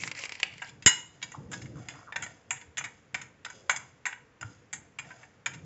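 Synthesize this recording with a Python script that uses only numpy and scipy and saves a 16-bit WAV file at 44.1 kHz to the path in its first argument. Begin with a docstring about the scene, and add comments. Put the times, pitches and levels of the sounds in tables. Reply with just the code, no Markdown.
"""A steel spoon strikes a glass bowl once so that it rings, then stirs powder in it about three turns a second.
Each contact makes a knock, a crack and short dying tones; filtered random grains make the scrape between.
Before that a packet is crinkled and shaken out: snapping creases, a crackle of film and a hiss of powder.
Packed powder creaks in short chirps; low filtered noise is the rumble of bowl and hand-held microphone.
The bowl stands on a stone counter in a small kitchen, heard as faint dense echoes and a steady hush."""
import sys
import numpy as np
from scipy import signal
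from scipy.fft import rfft, irfft, next_fast_len
from scipy.io import wavfile
from scipy.ndimage import uniform_filter1d

SR = 44100
rng = np.random.default_rng(int(sys.argv[2]) if len(sys.argv) > 2 else 0)


def transcribe(u):
    """Save the signal u as a 16-bit wav file named by the first command-line argument.

    u: samples, shape (n,) or (channels, n), limited to [-1, 1]; the rate is SR.
    q: integer samples, one column per channel.
    """
    v = np.clip(np.atleast_2d(u).T, -1, 1)
    q = np.round(v * 32767).astype(np.int16)
    wavfile.write(sys.argv[1], SR, q)


N = 249165  # length of the scene in samples
TIME = np.arange(N) / SR


def gain_of(db):
    """Turns decibels into an amplitude factor."""
    return 10 ** (np.asarray(db) / 20)


def evened(x):
    """Scales a sound to an average (rms) level of 1."""
    return x / np.sqrt(np.mean(x ** 2) + 1e-20)


def noise(count):
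    """Plain random noise."""
    return rng.standard_normal(count)


def read(points, hz):
    """Reads a table between its points, along a logarithmic frequency axis."""
    f, value = np.transpose(points)
    return np.interp(np.log(hz + 1), np.log(f + 1), value)


def coloured(x, spectrum):
    """Filters a sound by a table of (frequency [Hz], level [dB])."""
    size = next_fast_len(len(x) + 2048)
    gain = gain_of(read(spectrum, np.fft.rfftfreq(size, 1 / SR)))
    return irfft(rfft(x, size) * gain, size)[:len(x)]


def fade(t, t60):
    """Exponential decay that has dropped by 60 dB after t60 seconds."""
    return np.exp(-np.log(1000) * t / t60)


def swell(s, attack_s, hold_s, t60):
    """The level of one gesture starting at time s: a straight rise, a hold, an exponential release."""
    t = TIME - s
    return np.clip(t / attack_s, 0, 1) * fade(np.maximum(t - attack_s - hold_s, 0), t60)


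def add(mix, s, sound):
    """Mixes a sound in at time s."""
    part = mix[max(round(s * SR), 0):][:len(sound)]
    part += sound[:len(part)]


def ring(modes, t, spread_db=0, detune=0):
    """Dying tones of a struck body; the place of the blow may change the strength and pitch of each."""
    hz, db, t60 = np.transpose(modes)[:, :, None]
    strength, shift, side = rng.standard_normal((3, len(modes), 1))
    swing = np.sign(side) * np.sin(2 * np.pi * hz * (1 + detune * shift) * t)
    return (gain_of(db + spread_db * strength) * fade(t, t60) * swing).sum(0)


def grains(per_s, spread_db):
    """Sparse random clicks, most of them small and a few large."""
    size = gain_of(spread_db * np.minimum(rng.exponential(1, N), 4))
    present = rng.random(N) < per_s / SR
    return evened(size * noise(N) * present)


# colour of the room's steady hush: (frequency [Hz], relative level [dB per Hz])
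HUSH_COLOUR = [(20, -21.5), (45, -5.5), (90, -0.5), (140, -1.5), (220, -4.5), (370, -9), (470, -2),
               (600, -11), (1000, -12), (1900, -11.5), (3200, -21), (4400, -26.5), (7200, -25),
               (7800, -33.5)]


def hush():
    """The steady quiet of the room: filtered noise at one level throughout."""
    return gain_of(-63) * evened(coloured(noise(N), HUSH_COLOUR))


# colour of the rumble: (frequency [Hz], relative level [dB per Hz])
RUMBLE_COLOUR = [(18, -49.5), (30, -20.5), (59, -20.5), (81, -6.5), (125, 0), (205, -8.5), (256, -11.5),
                 (293, -5.5), (397, -20.5), (481, -14.5), (616, -24.5), (800, -28), (1040, -50.5),
                 (1760, -120)]
# the hand shifting its grip on the microphone's case: (time [s], hold [s], level before rumble_db [dB])
GRIPS = [(-.03, 0.094, -49.5), (0.426, 0.31, -57.5), (0.751, 0.23, -55.5), (1.356, 0.42, -44),
         (5.53, .1, -51)]
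GRIP_ATTACK_S, GRIP_T60 = .03, 0.4
# turns of the spoon through the powder, also played by scrape(), levels before each sound's own trim:
# (time [s], hold of the scrape [s], rub on the glass [dB], hiss of the grains [dB], rumble of the bowl [dB])
TURNS = [(0.694, 0.04, -69.5, -68, -64), (1.084, 0.045, -64.5, -61.5, -66), (1.22, 0.057, -67, -55, -55),
         (1.493, 0.023, -70.5, -47, -56.5), (1.732, .1, -54.5, -57, -62), (1.877, 0.056, -56, -58, -52.5),
         (2.15, 0.084, -57, -54, -50.5), (2.478, 0.036, -76, -60.5, -58), (2.77, 0.13, -70.5, -61, -54),
         (3.131, 0.065, -76, -71, -53), (3.451, 0.045, -66, -51, -64.5), (3.69, .08, -61, -56, -53.5),
         (4.047, 0.037, -76, -79.5, -68), (4.405, 0.037, -71.5, -54, -52.5), (4.721, .07, -65, -72, -56),
         (4.992, 0.16, -55.5, -56, -56.5), (5.462, .12, -69, -64, -52.5)]
PUSH_ATTACK_S, PUSH_HOLD_S, PUSH_T60 = 0.0067, .08, .5  # rises sooner than the scrape


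def rumble(rumble_db=-2, holding_db=-65):
    """Low noise that swells with each push on the bowl and each change of grip."""
    pushes = [gain_of(db) * swell(s, PUSH_ATTACK_S, PUSH_HOLD_S, PUSH_T60) for s, *_, db in TURNS]
    grips = [gain_of(db) * swell(s, GRIP_ATTACK_S, hold_s, GRIP_T60) for s, hold_s, db in GRIPS]
    # separate rumbles add up in power
    level = np.sqrt(gain_of(holding_db) ** 2 + sum(part ** 2 for part in pushes + grips))
    return gain_of(rumble_db) * level * evened(coloured(noise(N), RUMBLE_COLOUR))


# soft bumps of the microphone's case: (time [s], peak level [dB], frequency [Hz])
BUMPS = [(1.382, -42.5, 135.7), (1.646, -40.5, 118), (1.755, -36, 141.7), (2.675, -52, 81.6),
         (4.41, -44.5, 122.2), (4.444, -37.5, 111), (5.555, -43, 152.1), (5.626, -43.5, 156.7)]


def bumps(rise_s=0.011):
    """Each bump is a short low tone that rises quickly and dies away."""
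    out, t = np.zeros(N), TIME[:SR // 5]
    for s, db, hz in BUMPS:
        shape = t / rise_s * np.exp(1 - t / rise_s)
        add(out, s, gain_of(db) * shape * np.sin(2 * np.pi * hz * t))
    return out


# how long the kitchen's echoes last: (frequency [Hz], time to drop 60 dB [s])
KITCHEN_DECAY = [(150, 0.1), (700, .42), (1800, 0.36), (4000, 0.46), (7500, 0.39)]


def kitchen(x, first_s=.006):
    """Dense reflections of random sign off hard walls, each band dying at its own speed."""
    present = rng.random(SR) < 3000 / SR  # 3000 reflections a second
    taps = rng.choice([-1., 1.], SR) * present * (TIME[:SR] > first_s)
    hz, t, bands = signal.stft(taps, SR, nperseg=256)
    decay = fade(t, read(KITCHEN_DECAY, hz)[:, None])
    tail = signal.istft(bands * decay, SR, nperseg=256)[1]
    return signal.fftconvolve(x, tail / np.linalg.norm(tail))[:N]


# sharp creases of the packet: (time [s], level before snap_db [dB], frequency [Hz])
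SNAPS = [(0.0364, -25, 2046), (0.0757, -26, 2180), (0.1146, -25, 2270), (0.1506, -34, 2050),
         (0.1913, -31.5, 2510), (0.238, -27.5, 2380), (0.2544, -27.5, 2300), (0.2934, -29.5, 2440),
         (0.3213, -26.5, 2570), (0.3532, -35, 2800), (0.401, -29, 2900), (0.431, -16, 2862),
         (0.5381, -41.5, 2870), (0.5812, -40.5, 2860)]
# colour of the packet's film: (frequency [Hz], relative level [dB per Hz])
FILM_COLOUR = [(150, -27), (400, -9.5), (900, -6), (1500, -6), (2200, 7), (2900, -0.5), (3800, -10),
               (4800, -2.5), (6000, -11), (7800, -7)]


def snaps(snap_db=-1, snap_t60=0.027, pop_db=-19, sag=.2, sag_s=0.0037):
    """Creases snap as bursts of noise; the harder the snap, the more the film pops with a pitch."""
    out, t = np.zeros(N), TIME[:SR // 10]
    for s, db, hz in SNAPS:
        crack = evened(coloured(noise(len(t)), FILM_COLOUR))
        # the pitch drops as the film slackens
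        pitch = hz * (1 + sag * (np.exp(-t / sag_s) - .7))
        pop = np.sqrt(gain_of(db - pop_db)) * np.sin(2 * np.pi * np.cumsum(pitch) / SR)
        add(out, s, gain_of(db + snap_db) * fade(t, snap_t60) * (crack + pop))
    return out


def crinkle():
    """Folds of nine sizes, from large and dull to small and bright, each crackle in bunches of their own."""
    crackle = 0
    for hz in np.geomspace(500, 6500, num=9):
        clumps = gain_of(4.1 * evened(uniform_filter1d(noise(N), size=900)))
        fold_band = [(hz / 1.8, -40), (hz / 1.15, 0), (hz * 1.15, 0), (hz * 1.8, -40)]
        crackle = crackle + coloured(clumps * grains(per_s=1800, spread_db=2.8), fold_band)
    return evened(coloured(crackle, FILM_COLOUR))


# colour of the pouring powder: (frequency [Hz], relative level [dB per Hz])
POUR_COLOUR = [(2500, -14), (4500, -12.5), (5600, -3), (6800, 3), (7800, 2.5)]
# shakes of the packet: (time [s], hold [s], crinkle level [dB], pouring hiss level before pour_db [dB])
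SHAKES = [(-.01, 0.065, -45.5, -37), (0.154, 0.081, -41.5, -44), (.3, .14, -52.5, -65.5),
          (0.496, 0.12, -56.5, -64.5), (0.63, 0.03, -51, -54)]
SHAKE_ATTACK_S, SHAKE_T60 = 0.016, 0.15


def packet(pour_db=-1):
    """Creases snap over a fine crackle of film and a hiss of powder, which swell with each shake."""
    out = snaps()
    film = crinkle()
    pour = gain_of(pour_db) * evened(coloured(grains(per_s=4000, spread_db=0.5), POUR_COLOUR))
    for s, hold_s, film_db, powder_db in SHAKES:
        shake = swell(s, SHAKE_ATTACK_S, hold_s, SHAKE_T60)
        out += shake * (gain_of(film_db) * film + gain_of(powder_db) * pour)
    return out


# packed powder creaking under the spoon: (time [s], hold [s], level [dB], middle frequency [Hz])
CREAKS = [(1.335, 0.012, -45.5, 1094), (1.751, .025, -56.5, 1165), (1.93, 0.09, -58, 1180),
          (2.069, 0.0098, -45, 1240), (3.527, .14, -61.5, 462)]
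CREAK_ATTACK_S, CREAK_T60 = 0.0091, 0.082


def creak(slips_per_s=160, slip_t60=0.0081):
    """Packed powder sticks and slips unevenly; each slip is a short dull chirp."""
    out, t = np.zeros(N), TIME[:SR // 50]
    for start, hold_s, level_db, hz in CREAKS:
        slips = np.zeros(N)
        gap, size, pitch = rng.standard_normal((60, 3)).T
        times = start + np.cumsum(np.exp(0.45 * gap)) / slips_per_s
        for s, db, shift in zip(times, 3 * size, 1 + .12 * pitch):
            chirp = t * fade(t, slip_t60) * np.sin(2 * np.pi * hz * shift * t)
            add(slips, s - 1 / slips_per_s, gain_of(db) * chirp)
        slips /= np.std(slips[slips != 0])
        out += gain_of(level_db) * swell(start, CREAK_ATTACK_S, hold_s, CREAK_T60) * slips
    return out


# colour of the rub on the glass: (frequency [Hz], relative level [dB per Hz])
RUB_COLOUR = [(300, -25), (700, 8), (1000, -10.5), (1300, -1), (2200, -6.5), (2800, -10.5), (4000, -31)]
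# colour of the hiss of crushed grains: (frequency [Hz], relative level [dB per Hz])
HISS_COLOUR = [(1800, -28), (2800, -2), (3500, 3), (4400, -4.5), (5100, 6.5), (5700, -4), (6500, 3.5),
               (7400, -1), (8000, -4.5)]
# tones of spoon and bowl pressed together, damped by the powder, also played by clink():
# (frequency [Hz], level [dB], time to drop 60 dB [s])
PRESSED = [(760, -8, .025), (960, -4, .065), (1330, -8, .03), (1470, -2, .05), (1640, -4, .035),
           (1880, 2, .045), (2050, -1, .025), (2245, 2, .045), (2420, -2, .035), (2730, 0, .03),
           (2950, -1, .025), (3370, -2, .028), (3630, -4, .03), (4010, -9, .03), (5030, -6, .05),
           (5390, -12, .03), (6380, -1, .04), (6580, -3, .035), (6920, 2, .045), (7100, -4, .03),
           (7330, 1, .05), (7650, -6, .035)]
SCRAPE_ATTACK_S, SCRAPE_T60 = 0.066, .55  # the spoon digs in, ploughs on, and lifts


def scrape(rub_db=-5, hiss_db=-7.5, ringing=0.78):
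    """On every turn, grains crushed under the spoon rasp directly and tickle the bowl's tones."""
    crush = grains(per_s=2900, spread_db=2.5)
    tickle = evened(signal.oaconvolve(crush, ring(PRESSED, TIME[:SR // 8]))[:N])
    drive = crush + ringing * tickle
    rub = gain_of(rub_db) * evened(coloured(drive, RUB_COLOUR))
    hiss = gain_of(hiss_db) * evened(coloured(drive, HISS_COLOUR))
    out = np.zeros(N)
    for s, hold_s, glass_db, grain_db, _ in TURNS:
        turn = swell(s, SCRAPE_ATTACK_S, hold_s, SCRAPE_T60)
        out += turn * (gain_of(glass_db) * rub + gain_of(grain_db) * hiss)
    return out


# tones of the bowl's free wall, also played by spoon(): (frequency [Hz], level [dB], time to drop 60 dB [s])
WALL = [(1570, -10, .22), (1925, 0, .15), (2885, 0, .33), (4036, -14, .27), (5012, -7, .14),
        (5285, -16, .25), (6362, -6, .11), (6508, 0, .12), (6842, 9, .1), (6936, 6, .115), (7314, -8, .15)]
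# colour of the bare click of a contact: (frequency [Hz], relative level [dB per Hz])
CRACK_COLOUR = [(300, -16), (560, -14), (830, 1), (1150, 2.5), (2000, 14), (3200, -13.5), (4400, -5.5),
                (5800, -3.5), (7000, 4.5), (7800, 2.5)]
# borders between the four bands of a clink: (frequency [Hz])
BAND_EDGES_HZ = [1200, 3000, 5800]
LEAD = SR // 200  # samples of silence before each clink, room for its filters to settle
LOW_DB, LOW_DB_PER_OCTAVE, MID_KNOCK_HZ = -11, -9.5, 1880  # the lower the knock, the fuller the lowest band


def clink(db, upper_db, top_db, knock_hz, chatter_s, knock_db=10, knock_t60=0.032, crack_db=7,
          crack_t60=0.052, wall_db=-24, bounce=0.77, drag_db=-16, drag_t60=0.2):
    """The spoon hits, skips and drags: each contact gives a dead knock, a crack and a short ring."""
    t = TIME[:SR // 5]
    body = ring(PRESSED, t, spread_db=3, detune=.014) + gain_of(wall_db) * ring(WALL, t)
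    body += gain_of(knock_db) * fade(t, knock_t60) * np.sin(2 * np.pi * knock_hz * t)

    # one sure hit, then random contacts that weaken
    force = bounce * np.exp(-(t / chatter_s) ** 2) + gain_of(drag_db) * fade(t, drag_t60)
    contacts = force * noise(len(t)) * (rng.random(len(t)) < 1100 / SR)
    contacts[0] = 1

    # every contact crushes fresh grains, so the cracks add up in power
    crush = np.sqrt(abs(signal.fftconvolve(contacts ** 2, fade(t, crack_t60) ** 2)[:len(t)]))
    crack = crush * evened(coloured(noise(len(t)), CRACK_COLOUR))
    sound = signal.fftconvolve(contacts, body)[:len(t)] + gain_of(crack_db) * crack

    # edge or back of the spoon, bare or powdered glass: each blow has its own balance of bands
    low_db = LOW_DB + LOW_DB_PER_OCTAVE * np.log2(knock_hz / MID_KNOCK_HZ)
    edges, out = [480, *BAND_EDGES_HZ, 8000], 0
    for lo, hi, band_db in zip(edges, edges[1:], (low_db, 0, upper_db, top_db)):
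        sos = signal.butter(3, [lo, hi], "band", fs=SR, output="sos")
        band = signal.sosfiltfilt(sos, np.pad(sound, (LEAD, 0)))
        start_level = np.std(band[LEAD:][:SR // 50])  # over the first 20 ms
        out = out + gain_of(db + band_db) * band / start_level
    return out


# spoon on glass: (time [s], level at 1.2-3 kHz before clink_db [dB], upper band relative to that [dB],
# top band relative to that [dB], knock frequency [Hz], length of the chatter [s])
CLINKS = [(0.6197, -37, -20, -15, 1605, .0053), (0.6904, -59.5, 4, 4.5, 2370, .0045),
          (0.8236, -51.5, -2, -6, 2650, 0.0018), (.8617, -21.5, -0.5, 2.5, 2970, .0042),
          (0.8734, -21, -7.5, -1, 2040, 0.0058), (.885, -39.5, -5, -3, 1870, 0.0066),
          (1.2172, -51.5, -4, -20, 2200, 0.0016), (1.2259, -38, -1.5, -4, 2295, 0.012),
          (1.3188, -49.5, -15.5, -1, 1910, .0028), (1.5164, -47.5, -8, 3.5, 1513, 0.0089),
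          (1.5322, -39.5, -6.5, -9, 1660, 0.0076), (1.616, -51.5, -3.5, -4, 2160, .016),
          (1.6573, -54, -12, -12, 2113, .0042), (1.8863, -42, -6.5, -4, 2115, 0.0015),
          (2.1235, -40.5, -14, -24.5, 1752, .002), (2.1598, -31.5, -11.5, -12.5, 1825, 0.006),
          (2.222, -38.5, -9, -1.5, 2030, 0.021), (2.2636, -44, -17, -12, 1863, 0.0089),
          (2.507, -32.5, -13.5, 1.5, 1836, 0.005), (2.563, -51.5, -10, -11, 1890, .012),
          (2.6133, -51.5, -9.5, -8.5, 2170, 0.0064), (2.7719, -40, -3.5, -5, 3410, 0.0059),
          (2.779, -36, -7.5, 2, 2410, 0.017), (2.807, -41.5, -24, -14, 1480, 0.0078),
          (2.8405, -37.5, -10.5, -8, 2267, 0.011), (2.853, -42.5, -18.5, -19, 1890, 0.018),
          (3.1445, -30.5, -12.5, -13, 2293, .0055), (3.2152, -46.5, -8, -1.5, 2140, .0048),
          (3.4487, -43, -1.5, -6, 2273, 0.0053), (3.46, -42.5, -16, -17.5, 1470, 0.0069),
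          (3.5013, -48.5, -14, -2, 1526, .0043), (3.6952, -23.5, -12.5, -9.5, 1480, 0.0023),
          (3.7, -30, -16.5, -17, 2230, 0.001), (3.709, -48.5, -5, 14, 1930, .008),
          (3.762, -39.5, -5, 1.5, 2180, 0.0099), (4.0551, -32, -15, -12, 2210, 0.0053),
          (4.0632, -31, -19.5, -7.5, 1960, 0.0026), (4.125, -40.5, -19, -25, 2216, 0.0045),
          (4.411, -48, -6, 0, 1533, .012), (4.4265, -40.5, -27, -15.5, 1420, 0.0058),
          (4.7294, -39.5, -9, 3, 2144, .0098), (4.987, -37, -12.5, -8, 2290, 0.01),
          (5.0467, -57, -13, -18, 1795, .014), (5.105, -46.5, -21, -21, 1547, 0.015),
          (5.2308, -51.5, -21, -17, 1805, 0.0098), (5.4603, -30, -10, -6, 2360, 0.0071),
          (5.535, -49, -6.5, -5.5, 2230, .016)]
# the one hard blow on the wall: (time [s], ring level [dB], level of the bowl's thud on the counter [dB])
BLOW = (.862, -18.5, -21.5)
# tones of the bowl against the counter: (frequency [Hz], level [dB], time to drop 60 dB [s])
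THUD = [(45, -8.5, 0.057), (82, -0.5, 0.047), (121, 0, 0.053), (172, -2.5, 0.065), (233.3, 0, 0.044),
        (327, -3.5, 0.021), (441.3, 1.5, 0.021)]


def spoon(clink_db=-0.97):
    """All the clinks, and the hard blow that rings the wall and bumps the bowl on the counter."""
    out, t = np.zeros(N), TIME[:SR]
    for s, *blow in CLINKS:
        add(out, s - LEAD / SR, gain_of(clink_db) * clink(*blow))
    s, ring_db, thud_db = BLOW
    add(out, s, gain_of(ring_db) * ring(WALL, t) + gain_of(thud_db) * ring(THUD, t))
    return out


def scene():
    """Bowl and packet close to the microphone, with the kitchen behind them."""
    background = hush() + rumble() + bumps()
    near = packet() + creak() + scrape() + spoon()
    # colour of the echoes: (frequency [Hz], level [dB])
    echo_colour = [(150, -18.0), (900, -8), (2000, -12.0), (4000, -17.0), (7000, -16.5)]
    room = coloured(kitchen(near), echo_colour)
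    return (near + room + background)[None]


# response of the microphone: (frequency [Hz], level [dB])
MICROPHONE = [(20, -12), (60, 0), (7620, 0), (7900, -22), (8400, -36), (9000, -45)]


def record(dry):
    """A narrow-band microphone that softly rounds off loud peaks and cuts the highest treble."""
    ceiling, edge_hz = .8, 8882
    sound = coloured(ceiling * np.tanh(dry[0] / ceiling), MICROPHONE)
    low_pass = signal.firwin(511, edge_hz, window=("kaiser", 9), fs=SR)
    return signal.oaconvolve(sound, low_pass, "same")[None]


dry = scene()
out = record(dry)
transcribe(out)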